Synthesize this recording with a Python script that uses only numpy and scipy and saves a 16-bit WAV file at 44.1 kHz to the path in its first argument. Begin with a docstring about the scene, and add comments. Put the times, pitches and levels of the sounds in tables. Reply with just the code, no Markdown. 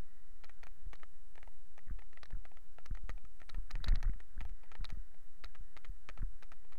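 """On a rough path beside a country road, a camera in a plastic case rides on a bicycle.
The loose case knocks in its mount in quick clusters: short contact forces ring its modes.
Bumps shake the mount with deep heaves (smooth pulses) and thuds (damped low modes), and set it
creaking (bursts of band-passed noise) and chattering (random soft contacts).
Under them lie the steady rumble of the ride, road noise and a faint hiss, all shaped from noise."""
import sys
import numpy as np
from scipy import signal
from scipy.fft import rfft, irfft
from scipy.io import wavfile
from scipy.ndimage import uniform_filter1d

SR = 44100
rng = np.random.default_rng(int(sys.argv[2]) if len(sys.argv) > 2 else 0)


def master_out(mix):
    """Clip the mix to full scale and print it as 16-bit PCM to the path in sys.argv[1]."""
    frames = np.transpose(np.atleast_2d(mix))
    ceiling = np.clip(frames, -1, 1)
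    pcm = np.round(ceiling * 32767).astype(np.int16)
    wavfile.write(sys.argv[1], SR, pcm)


N = 298998
TIME = np.arange(N) / SR


def undb(db):
    """Level to amplitude: twenty decibels are a factor of ten."""
    return 10 ** (np.asarray(db) / 20)


def unit(x):
    """Normalisation to an rms of 1."""
    return x / np.sqrt(np.mean(x ** 2))


def add(track, start_s, sound):
    """Superposition: mix a sound into a track at a given time."""
    i = max(int(start_s * SR), 0)
    part = sound[:max(N - i, 0)]
    track[i:i + len(part)] += part


def filtered(x, hz, kind, order=2):
    """Butterworth low-pass or high-pass, maximally flat in its passband."""
    sos = signal.butter(order, min(hz, SR * 9 / 20), kind, fs=SR, output="sos")
    return signal.sosfilt(sos, x)


def resonance(x, hz, width_hz):
    """Two-pole resonator: a band-pass around one frequency."""
    b, a = signal.iirpeak(min(hz, SR * 9 / 20), hz / width_hz, fs=SR)
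    return signal.lfilter(b, a, x)


def noise(points):
    """Spectral shaping: white noise weighted by (Hz, dB) points, then scaled to rms 1."""
    hz, db = np.transpose(points)
    f = np.maximum(np.fft.rfftfreq(N, 1 / SR), 1)
    weight = undb(np.interp(np.log(f), np.log(hz), db))
    return unit(irfft(rfft(rng.standard_normal(N)) * weight, N))


def walk(rate):
    """Smoothed random steps, rate per second: a slow drift with an rms of 1."""
    k = int(SR / rate)
    steps = np.repeat(rng.standard_normal(N // k + 1), k)
    return unit(uniform_filter1d(steps, k)[:N])


def bands(rows):
    """Noise-fed narrow resonances, each with its own amplitude and frequency modulation."""
    out = 0
    for hz, width_hz, db in rows:
        band = rng.standard_normal(N)
        for _ in range(2):
            band = resonance(band, hz, 0.93 * width_hz)
        waver_db = 1.7 * walk(9) + .7 * walk(2)
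        drift_hz = 20 * walk(4)
        # turning the phase of the analytic signal shifts the pitch
        turn = np.exp(2j * np.pi * np.cumsum(drift_hz) / SR)
        band = (signal.hilbert(band) * turn).real
        out = out + undb(db + waver_db) * unit(band)
    return out


def ride(rumble_db=-47, road_db=2.0, hiss_db=-77, hiss_top_hz=11900):
    """Stationary broadband rumble, road noise coloured by cavity resonance, hiss and thin tones."""
    # Steady rumble of the ride, tyres and traffic heard through the case.
    # Each row: frequency in Hz, relative spectral level in dB per Hz.
    rumble_spectrum = [(10, 1), (20, -8), (30, -17.5), (45, -28), (70, -29.5), (120, -48), (195, -42.5),
                       (350, -48.5), (600, -52), (1000, -52.5), (2000, -59.5), (3000, -68), (8000, -103)]
    # Air resonances of the case. Each row: frequency in Hz, nominal width in Hz, relative level in dB.
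    hollow_bands = [(1282, 160, -99), (1576, 320, -95.5), (1896, 210, -95.5)]
    # Loudness of tyres and traffic. Each row: time in seconds, level in dB before road_db.
    road_level = [(0.03, -80), (1.35, -85.5), (3.5, -86), (3.76, -78), (3.91, -71), (4.15, -81.5),
                  (6.51, -82), (6.7, -81.5)]
    # Thin whine in the hiss. Each row: frequency in Hz, nominal width in Hz, level in dB before its course.
    whine_bands = [(8600, 480, -89.5)]
    # The whine comes and goes. Each row: time in seconds, gain in dB.
    whine_course = [(.7, -11), (1, 0), (1.6, 0), (2, -9), (3.1, -10), (3.35, 0), (4.1, 0), (4.5, -8),
                    (5.4, -9), (5.7, -1), (6.45, -1), (6.65, -9)]
    # Fainter whistle above it. Each row: frequency in Hz, nominal width in Hz, level in dB before wavering.
    whistle_bands = [(13720, 180, -93)]
    rumble = undb(rumble_db) * noise(rumble_spectrum)
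    road = undb(road_db + np.interp(TIME, *np.transpose(road_level))) * unit(bands(hollow_bands))
    hiss = undb(hiss_db) * filtered(rng.standard_normal(N), hiss_top_hz, "low", order=1)
    whine = undb(np.interp(TIME, *np.transpose(whine_course))) * bands(whine_bands)
    return rumble + road + whine + bands(whistle_bands) + hiss


def contacts(rebound_tick_db=11.5):
    """Rebound after impact: yields each contact's time (s), level, low ring and hard tick (dB)."""
    # The loose case clacks against its mount and rebounds. Each row: start in seconds, level in dB,
    # hollow low ring in dB, hard tick in dB, delay of the rebound in seconds, its relative level in dB.
    knock_rows = [(.438, -54.5, 3, 7, 0.0063, 0.5), (0.4539, -66, 2, 0, .002, -11),
                  (.495, -54, 0, -15, 0.0041, -12), (.6155, -82, -6, -2, .002, -20),
                  (.632, -54, 5, 5, 0.0043, -0.5), (0.669, -50.5, -3, -6, 0.0026, -29),
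                  (.932, -49, 4, -4, 0.0051, -7.5), (0.9546, -62, -1, 17.5, 0.0021, -12),
                  (0.9996, -66, -3, -5, 0.0014, -17), (1.0328, -53, 4.5, -11, 0.0033, -12),
                  (1.3557, -58, 7, 5, 0.0054, -19), (1.379, -55, 10, -41, 0.0028, -41),
                  (1.4295, -54, 5.5, -1, 0.0036, -18), (1.4756, -61, 13, -16, 0.0034, -32),
                  (1.7795, -54, 5.5, -8, 0.011, -10), (1.989, -59, 8.5, -19, 0.0046, -3.5),
                  (2.021, -62, 9, -31, 0.0027, -18), (2.1302, -61.5, 7, 1, 0.0029, -4),
                  (2.1736, -57, 6, -15, 0.0012, -13), (2.2321, -50.5, 4.5, 15.5, 0.0017, -13.5),
                  (2.2565, -59, -8, 20, 0.0034, -19), (2.306, -60.5, 13, 9, 0.0044, -16),
                  (2.453, -53.5, 7, -4, 0.006, -11), (2.517, -66, 16, -29, 0.0045, -21),
                  (2.5717, -55.5, 5, -19, 0.0023, -27), (2.7851, -53, 8.5, -34, 0.013, -28),
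                  (2.8573, -56.5, -12, 8, 0.0035, 6.5), (2.9505, -55, -4, 6.5, 0.0031, -9),
                  (2.973, -56.5, 9.5, -23, 0.0016, -24), (3.094, -41.5, 0, -19, 0.007, -12),
                  (3.1022, -56, -13, 15.5, 0.0029, -11.5), (3.179, -60.5, 7, -38, 0.0047, -22),
                  (3.251, -62, -6, 6, 0.0021, -34), (3.402, -61, -10, -3, 0.0024, -6),
                  (3.417, -50, 2, -33, 0.0037, -26.5), (3.493, -51.5, 0, 12, 0.0045, 0),
                  (3.5452, -54, 8.5, -11, 0.0039, -8), (3.708, -50.5, -1.5, 12, 0.004, 1),
                  (3.7542, -49, 0, 4, 0.0031, -23), (3.8425, -46, 2.5, 27.5, 0.0021, -10),
                  (3.862, -57, 2, 12, 0.0022, -12), (3.8832, -46.5, 0, 24.5, 0.0016, -33),
                  (3.8857, -46, -2, 20.5, 0.00091, -31), (3.89, -52, 4, 18, 0.0014, -19),
                  (3.953, -55.5, -6, 13.5, 0.0042, 5.5), (4.0285, -47.5, 7, 11, 0.0031, -11.5),
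                  (4.1352, -63.5, 12, -22, 0.0019, -26), (4.203, -54, 2, -10, 0.00272, -8),
                  (4.4067, -48, 8, -13, 0.0067, -4), (4.452, -55, 8, -7.5, 0.0037, -23),
                  (4.4936, -63.5, -13, 4, .003, -14), (4.634, -62.5, 12.5, -4, .005, -2.5),
                  (4.647, -74.5, 13, -17, .012, 4), (4.717, -51, 1.5, -9, 0.0057, -6),
                  (4.753, -50.5, 5, -4, 0.0057, -16), (4.8447, -47, -7.5, 25.5, 0.008, -10.5),
                  (4.892, -58, -5, 3, 0.0035, -3), (4.9028, -52.5, 1, 14.5, 0.0013, -17),
                  (5.1444, -68.5, 11, -2, 0.0012, -10), (5.4395, -50, 3.5, 13, 0.0053, 0),
                  (5.454, -66, -12, 17, 0.0012, -5), (5.5499, -54.5, -14, -10, 0.0058, -1),
                  (5.767, -50.5, 3, 5, 0.0067, -4.5), (5.847, -53, -10, -3, 0.005, -2),
                  (6.0892, -46, -8, 4, .003, -11.5), (6.0951, -52.5, 3, -9, 0.0033, 1),
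                  (6.1757, -52, 5, -17, 0.0043, -8), (6.4256, -53.5, -1, 0.5, 0.0059, 0.5),
                  (6.5188, -50.5, 2, -8, 0.0055, -7.5), (6.649, -68, 16, -35, 0.0045, -15),
                  (6.7234, -57, -21, 6.5, 0.0081, -5), (6.754, -64.5, 12, -37, 0.0029, -20)]
    for s, db, hollow_db, tick_db, after_s, rebound_db in knock_rows:
        yield s, db, hollow_db, tick_db
        # a rebound lands on the edge of the case and ticks harder
        yield s + after_s, db + rebound_db, hollow_db, tick_db + rebound_tick_db


def contact(hollow_db, tick_db, scatter_db=2.5, treble_share=0.18, grit_hz=2200, rise_s=0.0001,
            softening=0.021):
    """Modal synthesis: a brief contact force convolved with the case's decaying modes."""
    # Modes of the case. Each row: nominal frequency in Hz, time to fall by 60 dB in seconds,
    # level in dB before colour and scatter, polarity as a sign.
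    case_modes = [(413, 0.027, -30, 1), (521, 0.028, -23, 1), (725, 0.02, -15, 1), (890, 0.013, -6.5, 1),
                  (1338, 0.017, -3, 1), (1625, 0.01, -7.5, 1), (1875, 0.0093, 2.5, 1), (2220, 0.0057, 1, 1),
                  (2790, 0.0018, 4.5, 1), (3886, 0.0033, -12, 1), (4430, 0.0025, -12.5, -1),
                  (5630, 0.009, -14.5, 1), (6230, 0.004, -5, 1), (8400, 0.0048, -10.5, 1),
                  (11940, 0.0051, -10.5, 1)]
    hz, t60, db, polarity = np.transpose(case_modes)
    t = TIME[:SR // 40]
    chance = rng.standard_normal((2, len(hz)))
    # where and how hard the contact lands decides the share of each mode
    corner_hz = [800, 1300, 2550, 3800, 4400, 6200]
    corner_db = [hollow_db, 0, 0, tick_db, tick_db, treble_share * tick_db]
    colour_db = np.interp(np.log(hz), np.log(corner_hz), corner_db)
    gain = np.sign(polarity) * undb(db + colour_db + scatter_db * chance[0])
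    # all modes shift together with the force, and each a little with its place
    detune, mode_detune = .022, .022  # spreads, as shares of the frequency
    mode_hz = hz * (1 + detune * rng.standard_normal() + mode_detune * chance[1])
    pole = 2j * np.pi * mode_hz - np.log(1000) / t60
    ring = gain @ np.exp(np.outer(pole, t)).imag
    # a soft contact pushes longer
    ring = ring * (1 - np.exp(-t / (rise_s * undb(-softening * tick_db))))
    # the faces scrape dully for a moment after they meet
    scrape_s, grit = .004, .5
    scrape = grit * rng.standard_normal(len(t)) * np.exp(-t / scrape_s) / np.sqrt(scrape_s * SR)
    push = filtered(scrape, grit_hz, "low")
    # they also skitter: ever weaker touches of random sign, 0.4 to 1.6 ms apart
    strengths = np.array([.92, .38, .24])
    touches = np.cumsum(rng.uniform(.0004, .0016, len(strengths)))
    touch_samples = ((touches - touches[0]) * SR).astype(int)
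    push[touch_samples] += strengths * rng.choice([-1, 1], len(strengths))
    return signal.fftconvolve(ring, push)


def knocks(gain_db=4.0, bounce_db=-15, bounce_s=0.0088, dull_db=-4, low_hz=360, top_hz=7500):
    """Inelastic impact: each contact settles with a weaker, duller bounce milliseconds later."""
    out = np.zeros(N)
    for s, db, hollow_db, tick_db in contacts():
        add(out, s, undb(db) * contact(hollow_db, tick_db))
        bounce = contact(hollow_db, min(tick_db, 0) + dull_db)
        add(out, s + bounce_s * rng.uniform(0.429, 1.8), undb(db + bounce_db) * bounce)
    # a small case gives little bass, and its plastic rounds the edge of each blow
    out = filtered(out, low_hz, "high")
    return undb(gain_db) * filtered(out, top_hz, "low", order=1)


def heaves(shake_s=0.017):
    """Pulse displacement: a swell with a dip on either side; also returns the shaking's envelope."""
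    # Bumps heave the camera up and let it down again.
    # Each row: centre in seconds, peak level in dB, time constant of the swell in seconds.
    heave_rows = [(0.866, -36.5, 0.0081), (1.476, -46.5, 0.012), (1.898, -32, 0.017), (2.348, -26.5, 0.012),
                  (2.907, -34, 0.013), (3.04, -36, 0.011), (3.146, -32.5, 0.019), (3.544, -29.5, 0.017),
                  (3.579, -33.5, 0.0079), (3.752, -27, 0.013), (3.799, -31.5, 0.019), (3.887, -23, 0.011),
                  (3.9214, -17, 0.012), (3.974, -24, .011), (4.028, -29, 0.02), (4.072, -21, 0.012),
                  (4.379, -31.5, 0.013), (4.453, -29, 0.01), (4.521, -35, 0.013), (4.803, -32.5, 0.01),
                  (4.889, -38, 0.016), (4.94, -27.5, .011), (5.004, -42, 0.011), (5.455, -37.5, .009),
                  (5.603, -40.5, 0.011), (5.897, -36.5, 0.0072), (6.22, -28.5, 0.013)]
    out, shake = np.zeros(N), np.zeros(N)
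    t = TIME[:SR // 2] - 1 / 4
    for s, db, length_s in heave_rows:
        swell = 1 / np.cosh(t / length_s)
        add(out, s + t[0], undb(db) * swell * (2 * swell ** 2 - 1))
        add(shake, s + t[0], undb(db) / np.cosh(t / shake_s))
    return out, shake


def judder(shake, judder_db=-23):
    """Amplitude modulation: low noise follows the uneven shaking of the frame during a bump."""
    # Each row: frequency in Hz, relative spectral level in dB per Hz.
    judder_spectrum = [(10, -32), (22, -1.5), (42, -2), (70, -12), (100, -10), (150, -18), (200, -29),
                       (500, -43), (2000, -65), (8000, -110)]
    return undb(judder_db) * shake * noise(judder_spectrum)


def thuds(rise_s=0.0014, soft_hz=340):
    """Damped oscillation: the stop checks the swing and the camera sways back on its mount."""
    # Sway of the camera on its mount. Each row: frequency in Hz, decay constant in seconds, level in dB.
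    mount_modes = [(35.6, 0.037, 1), (124, 0.0089, -24)]
    # The mount runs into its stop. Each row: start in seconds, level in dB before the low-pass.
    thud_rows = [(0.8663, -42), (1.8706, -47.5), (1.909, -32), (2.3327, -36), (2.3428, -48), (2.3698, -42),
                 (2.9095, -31), (3.0378, -42.5), (3.2416, -45.5), (3.5808, -36.5), (3.809, -39.2),
                 (3.871, -31), (3.884, -30.5), (3.9339, -28.5), (3.998, -59), (4.0533, -41),
                 (4.0948, -29.5), (4.1586, -45), (4.3783, -38.5), (4.4126, -35.5), (4.808, -35.5),
                 (4.9257, -35), (4.9725, -38.5), (5.6066, -45), (5.8968, -41.5), (6.189, -42),
                 (6.228, -29.5)]
    out, t = np.zeros(N), TIME[:SR // 4]
    sway = 0
    for hz, decay_s, db in mount_modes:
        sway = sway + undb(db) * np.exp(-t / decay_s) * np.cos(2 * np.pi * hz * t)
    sway = sway * (1 - np.exp(-(t / rise_s) ** 2))
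    for s, db in thud_rows:
        add(out, s, undb(db) * sway)
    # an ordinary knock jolts the whole mount only a little, a hard one far more
    usual_db, jolt_db, jolt_per_db = -50, -51, 1.8
    for s, db, _, _ in contacts():
        add(out, s, undb(jolt_db + jolt_per_db * (db - usual_db)) * sway)
    return filtered(out, soft_hz, "low")


def chatter(shake, chatter_db=-41, threshold=0.007, hollow_db=6, tick_db=-10, soft_hz=1600):
    """Random point process: under hard shaking the case trembles in soft contacts on its mount."""
    out = np.zeros(N)
    rate, spread_db = 130, 2.5  # contacts per second of hard shaking, spread of their level
    struck = (rng.random(N) < rate / SR) & (shake > threshold)
    for i in np.flatnonzero(struck):
        strength = shake[i] * undb(chatter_db + spread_db * rng.standard_normal())
        add(out, i / SR, strength * contact(hollow_db, tick_db))
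    return filtered(filtered(out, 280, "high"), soft_hz, "low", order=6)


def creaks(gain_db=1.0, length_s=0.0019, width_hz=800, top_hz=2150):
    """Friction: plastic slips on flexing plastic, a short noise burst sung roughly around one pitch."""
    # Each row: centre in seconds, level in dB before gain and low-pass, pitch in Hz.
    creak_rows = [(1.871, -66, 1880), (1.884, -61, 1700), (1.899, -57.5, 1610), (1.91, -63, 1400),
                  (2.327, -57.5, 1720), (2.35, -63, 1480), (2.911, -61, 1480), (3.582, -66, 1090),
                  (3.701, -59, 1424), (3.804, -64.5, 1400), (3.874, -49.5, 1870), (3.878, -49, 1452),
                  (3.908, -60, 1610), (3.923, -48, 1870), (3.936, -58, 1390), (4.005, -59, 1500),
                  (4.047, -55, 1400), (4.056, -55, 1590), (4.075, -60, 1770), (4.082, -59, 1400),
                  (4.097, -57.5, 1830), (4.379, -58, 1380), (4.809, -63.5, 1360), (4.922, -64.5, 1390),
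                  (6.2, -61, 1420), (6.221, -57, 1572), (6.228, -59, 1300)]
    out = np.zeros(N)
    t = TIME[:SR // 25] - 1 / 50
    swell = np.exp(-(t / length_s) ** 2 / 2)
    for s, db, hz in creak_rows:
        rub = rng.standard_normal(len(t))
        for _ in range(2):
            rub = resonance(rub, hz, width_hz)
        rub = swell * rub
        # each burst gets the same strength whatever its random draw
        add(out, s + t[0], undb(db + gain_db) * rub * np.std(swell) / np.std(rub))
    return filtered(out, top_hz, "low", order=6)


def scene():
    """Superposition: everything reaches the microphone through the case, with no room around it."""
    heave, shake = heaves()
    mix = ride() + knocks() + heave + judder(shake) + thuds() + chatter(shake) + creaks()
    return mix[None]


def record(dry, top_hz=15400, offset=-.0237):
    """Band limiting and bias: the camera cuts the top and its converter sits a little below zero."""
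    sos = signal.ellip(8, .2, 70, top_hz, fs=SR, output="sos")
    return signal.sosfilt(sos, dry) + offset


dry = scene()
out = record(dry)
master_out(out)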